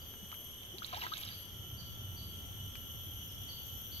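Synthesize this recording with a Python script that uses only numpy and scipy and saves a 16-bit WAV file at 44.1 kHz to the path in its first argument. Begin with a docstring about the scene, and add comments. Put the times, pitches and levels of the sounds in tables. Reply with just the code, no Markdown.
"""Insects on a hot, muddy shore

Far insects drone near 3 kHz, others hiss near 12 kHz, and a near one repeats a falling note.
Something small splashes through the shallows: bubbles ring, drops hit the mud and spray patters.
Distant birds chip and a faint cricket trills, over a low rumble, soft air and a thin whine."""
import sys
import numpy as np
from scipy import signal
from scipy.fft import rfft, irfft, next_fast_len
from scipy.io import wavfile
from scipy.ndimage import uniform_filter1d, map_coordinates

SR = 44100
rng = np.random.default_rng(int(sys.argv[2]) if len(sys.argv) > 2 else 0)


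def unload_wav(signal):
    """Save mono or channel-first audio to the path in sys.argv[1] as 16-bit WAV at rate SR, clipped to [-1, 1]."""
    wavfile.write(
        sys.argv[1],
        SR,
        np.round(np.clip(np.atleast_2d(signal).T, -1, 1) * 32767).astype(np.int16),
    )


N = 4 * SR

# Loudness of the insect groups: time_s, drone_db, overtones_db, hiss_db, joiner_db
INSECT_LEVELS = [(0, -54.5, -60, -56.5, -91), (2.1, -53, -60.5, -58.5, -60.5),
                 (3.1, -51.5, -59, -55.5, -59), (4, -51, -58, -57.5, -52.5)]


def amp(db):
    """Turn decibels into a gain."""
    return 10 ** (np.asarray(db) / 20)


def unit(x):
    """Scale x to an average power of 1."""
    return x / np.sqrt(np.mean(x ** 2) + 1e-20)


def along(points, hz):
    """Read between (pitch_hz, value) points on a log pitch scale."""
    f, v = np.transpose(points)
    return np.interp(np.log(hz + 1), np.log(f + 1), v)


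def curves(rows):
    """Give each column after the time one value per sample."""
    s, *cols = np.transpose(rows)
    return [np.interp(np.arange(N) / SR, s, c) for c in cols]


def wobble(rate):
    """A smooth curve through `rate` random values a second."""
    return map_coordinates(rng.standard_normal(int(N * rate / SR) + 4), [np.arange(N) * rate / SR])


def tone(hz):
    """A sine wave that follows a changing pitch."""
    return np.sin(2 * np.pi * np.cumsum(hz) / SR)


def filtered(x, response):
    """Multiply each frequency in x by response(hz)."""
    m = next_fast_len(N + SR // 2)
    return irfft(rfft(x, m) * response(np.fft.rfftfreq(m, 1 / SR)), m)[..., :N]


def pan(left_db):
    """Two gains that make the left ear left_db louder than the right."""
    return amp(np.array([[left_db], [-left_db]]) / 2)


def add(out, start_s, x):
    """Mix x into out from start_s on."""
    i = max(0, round(start_s * SR))
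    out[..., i:i + x.shape[-1]] += x[..., :N - i]


def noise(spectrum, patchy_db):
    """Stereo noise with randomly louder and softer patches."""
    # How alike the two ears sound: pitch_hz, likeness (1 = the same)
    likeness = [(450, 0.76), (740, 0.21), (1220, 0)]
    cells = signal.stft(rng.standard_normal((2, N)), nperseg=1024)[2]
    patches = uniform_filter1d(rng.standard_normal(cells.shape), size=3, axis=1)
    patches = unit(uniform_filter1d(patches, size=10, axis=2))
    pair = signal.istft(cells * amp(patchy_db * patches), nperseg=1024)[1][:, :N]

    def response(hz):
        width = np.arccos(along(likeness, hz)) / 2
        return amp(along(spectrum, hz)) * [np.cos(width), np.sin(width)]
    mid, side = filtered(pair, response)
    return unit(np.array([mid + side, mid - side]))


def echo(x, fade_s):
    """Banks and trees scatter the sound back; it dies by 60 dB in fade_s."""
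    t = np.arange(SR) / SR
    tail = rng.standard_normal((2, SR)) * amp(-60 * t / fade_s)
    return signal.fftconvolve(np.atleast_2d(x), tail / np.linalg.norm(tail[0]), axes=1)[:, :N]


def insect_chorus():
    """Many far insects merge into fluttering bands of noise; one more joins in, growing louder."""
    # Tone colours of the four groups: pitch_hz, relative_db
    drone_colour = [(2400, -29), (2820, -10), (2950, 1.5), (3280, 3), (3450, -2.5), (3600, -14),
                    (4100, -23), (4600, -33)]
    overtone_colour = [(5000, -22), (5650, -7.5), (5890, 0.5), (6200, 0), (7200, -16), (8200, -22),
                       (8850, -9), (9700, -11.5), (10500, -19)]
    hiss_colour = [(10700, -28), (11450, -1), (11680, 4.5), (12650, 8.5), (13100, -0.5), (13550, 1),
                   (14300, -40), (15700, -19)]
    joiner_colour = [(11500, -34), (11900, 4), (12020, 5.5), (12190, 10), (12500, -42)]
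    drone_db, overtones_db, hiss_db, joiner_db = curves(INSECT_LEVELS)
    drone = amp(drone_db + 0.56 * wobble(70)) * noise(drone_colour, patchy_db=2.2)
    overtones = amp(overtones_db + 0.48 * wobble(70)) * noise(overtone_colour, patchy_db=2.5)
    hiss = amp(hiss_db + 0.8 * wobble(200)) * noise(hiss_colour, patchy_db=0.5)
    joiner = amp(joiner_db + 0.9 * wobble(120)) * noise(joiner_colour, patchy_db=2.5)
    return drone * pan(-2.1) + overtones * pan(3.7) + hiss * pan(4.9) + joiner * pan(9.9)


def singing_insect(pitch_hz=2950):
    """One insect holds a fine tone, with a weaker one an octave above."""
    hz = pitch_hz + 13 * wobble(90)
    level_db = -62.5 + 2.5 * np.array([wobble(20), wobble(23)])
    return amp(level_db) * (tone(hz) + tone(2 * hz) / 2)


def rumble():
    """A low, far rumble rises and falls unevenly."""
    # Its loudness: time_s, level_db
    levels = [(0, -54), (.7, -57.5), (1.45, -52.5), (1.9, -48.5), (4, -50.5)]
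    # Its tone colour: pitch_hz, relative_db
    colour = [(20, -28), (45, -12.5), (62, -4), (78, -1.5), (104, -0.5), (125, -7.5), (280, -21),
              (600, -58)]
    return amp(curves(levels)[0] + 0.24 * wobble(9.47)) * noise(colour, patchy_db=2.0) * pan(-1.4)


def air():
    """The open air makes a soft, even rush."""
    # Its tone colour: pitch_hz, relative_db
    colour = [(60, 2), (350, -3), (600, -7.5), (2000, -14.5), (4000, -18), (7500, -34), (15000, -40)]
    return amp(-58) * noise(colour, patchy_db=1.5)


def whine(pitch_hz=1360):
    """A thin whine holds its pitch on the right."""
    # Its loudness: time_s, level_db
    levels = [(.2, -78), (.9, -91), (1.7, -72), (4, -76)]
    wave = tone(pitch_hz + 0.98 * wobble(13))
    return amp(curves(levels)[0] + 0.71 * wobble(7.2)) * wave * pan(-22.0)


def birds(length_s=0.046, rise_hz=1084, rise_s=0.00461, fall_hz=1426):
    """Short raspy chips arch up and drop in pitch, heard mostly through their echo."""
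    # Bird calls: start_s, relative_db, top_hz
    chips = [(0, -65.5, 4760), (1.289, -53, 4775), (1.766, -53, 4700), (2.156, -54.5, 4646),
             (3.272, -65, 5500), (3.476, -52, 4638), (3.913, -51, 4630)]
    out, t = np.zeros(N), np.arange(int(length_s * SR)) / SR
    progress = t / length_s
    below_top_hz = rise_hz * np.exp(-t / rise_s) + fall_hz * progress ** 5
    for start_s, db, top_hz in chips:
        hz = top_hz - below_top_hz + 35 * wobble(500)[:len(t)]
        shape = np.sin(np.pi * progress) * amp(db + 2.7 * wobble(350)[:len(t)])
        add(out, start_s, shape * tone(hz))
    return amp(-1.5) * out + amp(6.5) * echo(out, fade_s=0.59)


def near_insects(near_hz=11950, neighbour_hz=12180, sag_hz_per_s=810):
    """A thin note eases and swells as its pitch sags; a fainter neighbour keeps its own pace."""
    # The near insect's notes: start_s, dip_level_db, left_db
    notes = [(.04, -63, 13), (0.948, -62, 16), (1.85, -63, 1), (2.76, -59.5, 3), (3.669, -60.5, -2)]
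    length_s, edge_s, dip_s, swell_db_per_s = 0.511, 0.054, 0.2, 28.5
    neighbour_every_s, neighbour_db = 1.3, -64.5
    out, t = np.zeros((2, N)), np.arange(int(length_s * SR)) / SR
    edges = np.clip(np.minimum(t, length_s - t) / edge_s, 0, 1)
    shape = edges * amp(swell_db_per_s * np.abs(t - dip_s))
    near = [(*note, near_hz) for note in notes]
    neighbour = [(s, neighbour_db, 0, neighbour_hz) for s in np.arange(0, N / SR, neighbour_every_s)]
    for start_s, db, left_db, top_hz in near + neighbour:
        hz = top_hz - sag_hz_per_s * t + 10 * wobble(312)[:len(t)]
        flutter_db = 2.5 * (wobble(30) + np.array([wobble(20), wobble(20)]))[:, :len(t)]
        add(out, start_s, pan(left_db) * amp(db + flutter_db) * shape * tone(hz))
    return out + amp(-3.5) * echo(out, fade_s=1.0)


def drop_ticks(rise_s=0.00049, smack_db=-42, smack_fade_s=0.0037):
    """Drops hit the wet mud: a very short ring and a crisp smack."""
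    # Falling drops: start_s, ring_db, pitch_hz, left_db
    drops = [(0.139, -43, 1310, -2), (0.317, -42, 2100, -8), (0.342, -50, 2420, -5),
             (.632, -44.5, 2140, -9), (0.7837, -36.5, 4200, -7), (.8303, -42, 3350, -4),
             (0.846, -31, 4000, -11.5), (0.946, -33, 3800, 2), (1.02, -41, 2280, -6),
             (1.066, -26, 1470, -3), (1.079, -48, 1310, -11), (1.137, -28.5, 3870, -9),
             (1.170, -38, 3430, -17), (1.2348, -34.5, 3450, -11), (1.289, -36, 3302, -4),
             (2.755, -39.5, 2400, 10.5)]
    out, t = np.zeros((2, N)), np.arange(SR // 50) / SR
    shape = (t / rise_s * np.exp(1 - t / rise_s)) ** 2
    for start_s, db, hz, left_db in drops:
        ring = amp(db) * shape * np.sin(2 * np.pi * hz * t)
        band = signal.butter(1, [hz / 2, 1.05 * hz], "band", fs=SR, output="sos")
        smack = unit(signal.sosfilt(band, rng.standard_normal(len(t))))
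        smack *= amp(smack_db - 60 * t / smack_fade_s)
        add(out, start_s, pan(left_db) * (ring + smack))
    return out


def cricket(pitch_hz=8500, pair_every_s=0.059, gap_s=0.017, pulse_s=0.0044):
    """A faint cricket on the left ticks in quick pairs of pulses."""
    # Runs of pulses: start_s, end_s, level_db
    trills = [(0.17, .62, -66.5), (2.048, 2.78, -68)]
    out, t = np.zeros(N), np.arange(SR // 20) / SR
    lead_s = 2 * pulse_s
    pair = sum(np.exp(-((t - at) / pulse_s) ** 2) for at in (lead_s, lead_s + gap_s))
    for start_s, end_s, db in trills:
        for s in np.arange(start_s, end_s, pair_every_s):
            add(out, s - lead_s, amp(db) * pair * np.sin(2 * np.pi * (pitch_hz * t + rng.random())))
    return (out + amp(-8) * echo(out, fade_s=0.99)) * pan(16.0)


def bubbles(waver=0.061, mud_flutter_db=2.5):
    """Pockets of air in the mud swell and fade, gliding in pitch as they open or close."""
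    # Air pockets: start_s, peak_db, start_hz, glide_per_s (relative), length_s
    pockets = [(0.226, -50, 208.5, -7.5, 0.028), (0.327, -37.5, 1320, 1, 0.0037),
               (0.736, -49.5, 336, 6.5, 0.035), (0.82, -39, 1380, 10, 0.012), (.926, -43, 1130, -11, 0.031),
               (.929, -43, 720, -1, 0.028), (0.966, -44, 761, 12.5, 0.029), (1.017, -37.5, 2980, -7, 0.011),
               (1.024, -42.5, 1065, -6, 0.0081), (1.034, -36, 2090, -15, 0.0097),
               (1.035, -40.5, 860, 10, 0.027), (1.118, -39, 1108, 18.5, 0.025)]
    out = np.zeros(N)
    for start_s, db, start_hz, glide, length_s in pockets:
        t = np.arange(int(length_s * SR)) / SR
        hz = start_hz * np.exp(glide * t + waver * wobble(1240)[:len(t)])
        gain = amp(db + mud_flutter_db * wobble(926)[:len(t)])
        shape = np.sin(np.pi * np.sqrt(t / length_s))
        add(out, start_s, gain * shape * tone(hz))
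    return out


def spray(count=2200, typical_hz=2900):
    """A cloud of tiny droplets and bursting bubbles, each ringing for a few cycles."""
    # Its loudness: time_s, level_db
    levels = [(.77, -75), (.85, -54.5), (.9, -57), (.95, -48), (1.005, -51.5), (1.035, -46.5), (1.1, -54),
              (1.17, -50), (1.29, -53.5), (1.45, -69)]
    # Its tone colour: pitch_hz, relative_db
    colour = [(300, -9), (1000, -2), (2000, 1), (3800, 4.5), (5000, 3.5), (8000, -12.5), (15000, -23)]
    start_s, length_s = levels[0][0], levels[-1][0] - levels[0][0]
    when, size, life = rng.random((count, 3)).T[:, :, None]
    hz = np.clip(typical_hz * np.exp(0.732 * rng.standard_normal((count, 1))), 400, 15000)
    samples = np.arange(SR // 100)
    cycles = hz * samples / SR
    strength = amp(14.6 * size ** 3) * np.sqrt(hz)
    rings = strength * np.sin(2 * np.pi * cycles) * np.exp(-cycles / (1 + 4 * life))
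    positions = ((start_s + length_s * when) * SR).astype(int) + samples
    cloud = np.bincount(positions.ravel(), rings.ravel(), N)[:N]  # add up all the rings
    cloud = filtered(cloud, lambda f: amp(along(colour, f)))
    return unit(cloud) * np.sqrt(length_s * SR / N) * amp(curves(levels)[0])


def fizz(burst_s=0.005, corner_hz=5100):
    """The finest droplets patter down in short bright bursts."""
    # Bursts of droplets: middle_s, level_db
    bursts = [(0.864, -51), (1.041, -56), (1.18, -49.5), (1.213, -53), (1.251, -51.5), (2.77, -58)]
    t = np.arange(N) / SR
    drops = rng.standard_normal(N) * (rng.random(N) < .08)
    patter = filtered(drops, lambda hz: (hz / corner_hz) ** 3 / (1 + (hz / corner_hz) ** 4))
    return unit(patter) * sum(amp(db) * np.exp(-((t - s) / burst_s) ** 2) for s, db in bursts)


def splash(left_lead_s=0.00029):
    """The water sounds reach the left ear a little earlier and echo briefly."""
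    water = fizz() + drop_ticks() + bubbles() * pan(2.41) + spray() * pan(-4.5)
    delay_s = np.array([[-left_lead_s], [left_lead_s]]) / 2
    water = filtered(water, lambda hz: np.exp(-2j * np.pi * hz * delay_s))
    return water + amp(-5.0) * echo(water, fade_s=0.055)


def scene():
    """The whole shore."""
    insects = insect_chorus() + singing_insect() + near_insects() + cricket()
    return insects + birds() + splash() + rumble() + air() + whine()


def record(dry, top_hz=15720):
    """Cut away the very highest treble."""
    return filtered(dry, lambda hz: hz < top_hz)


dry = scene()
out = record(dry)
unload_wav(out)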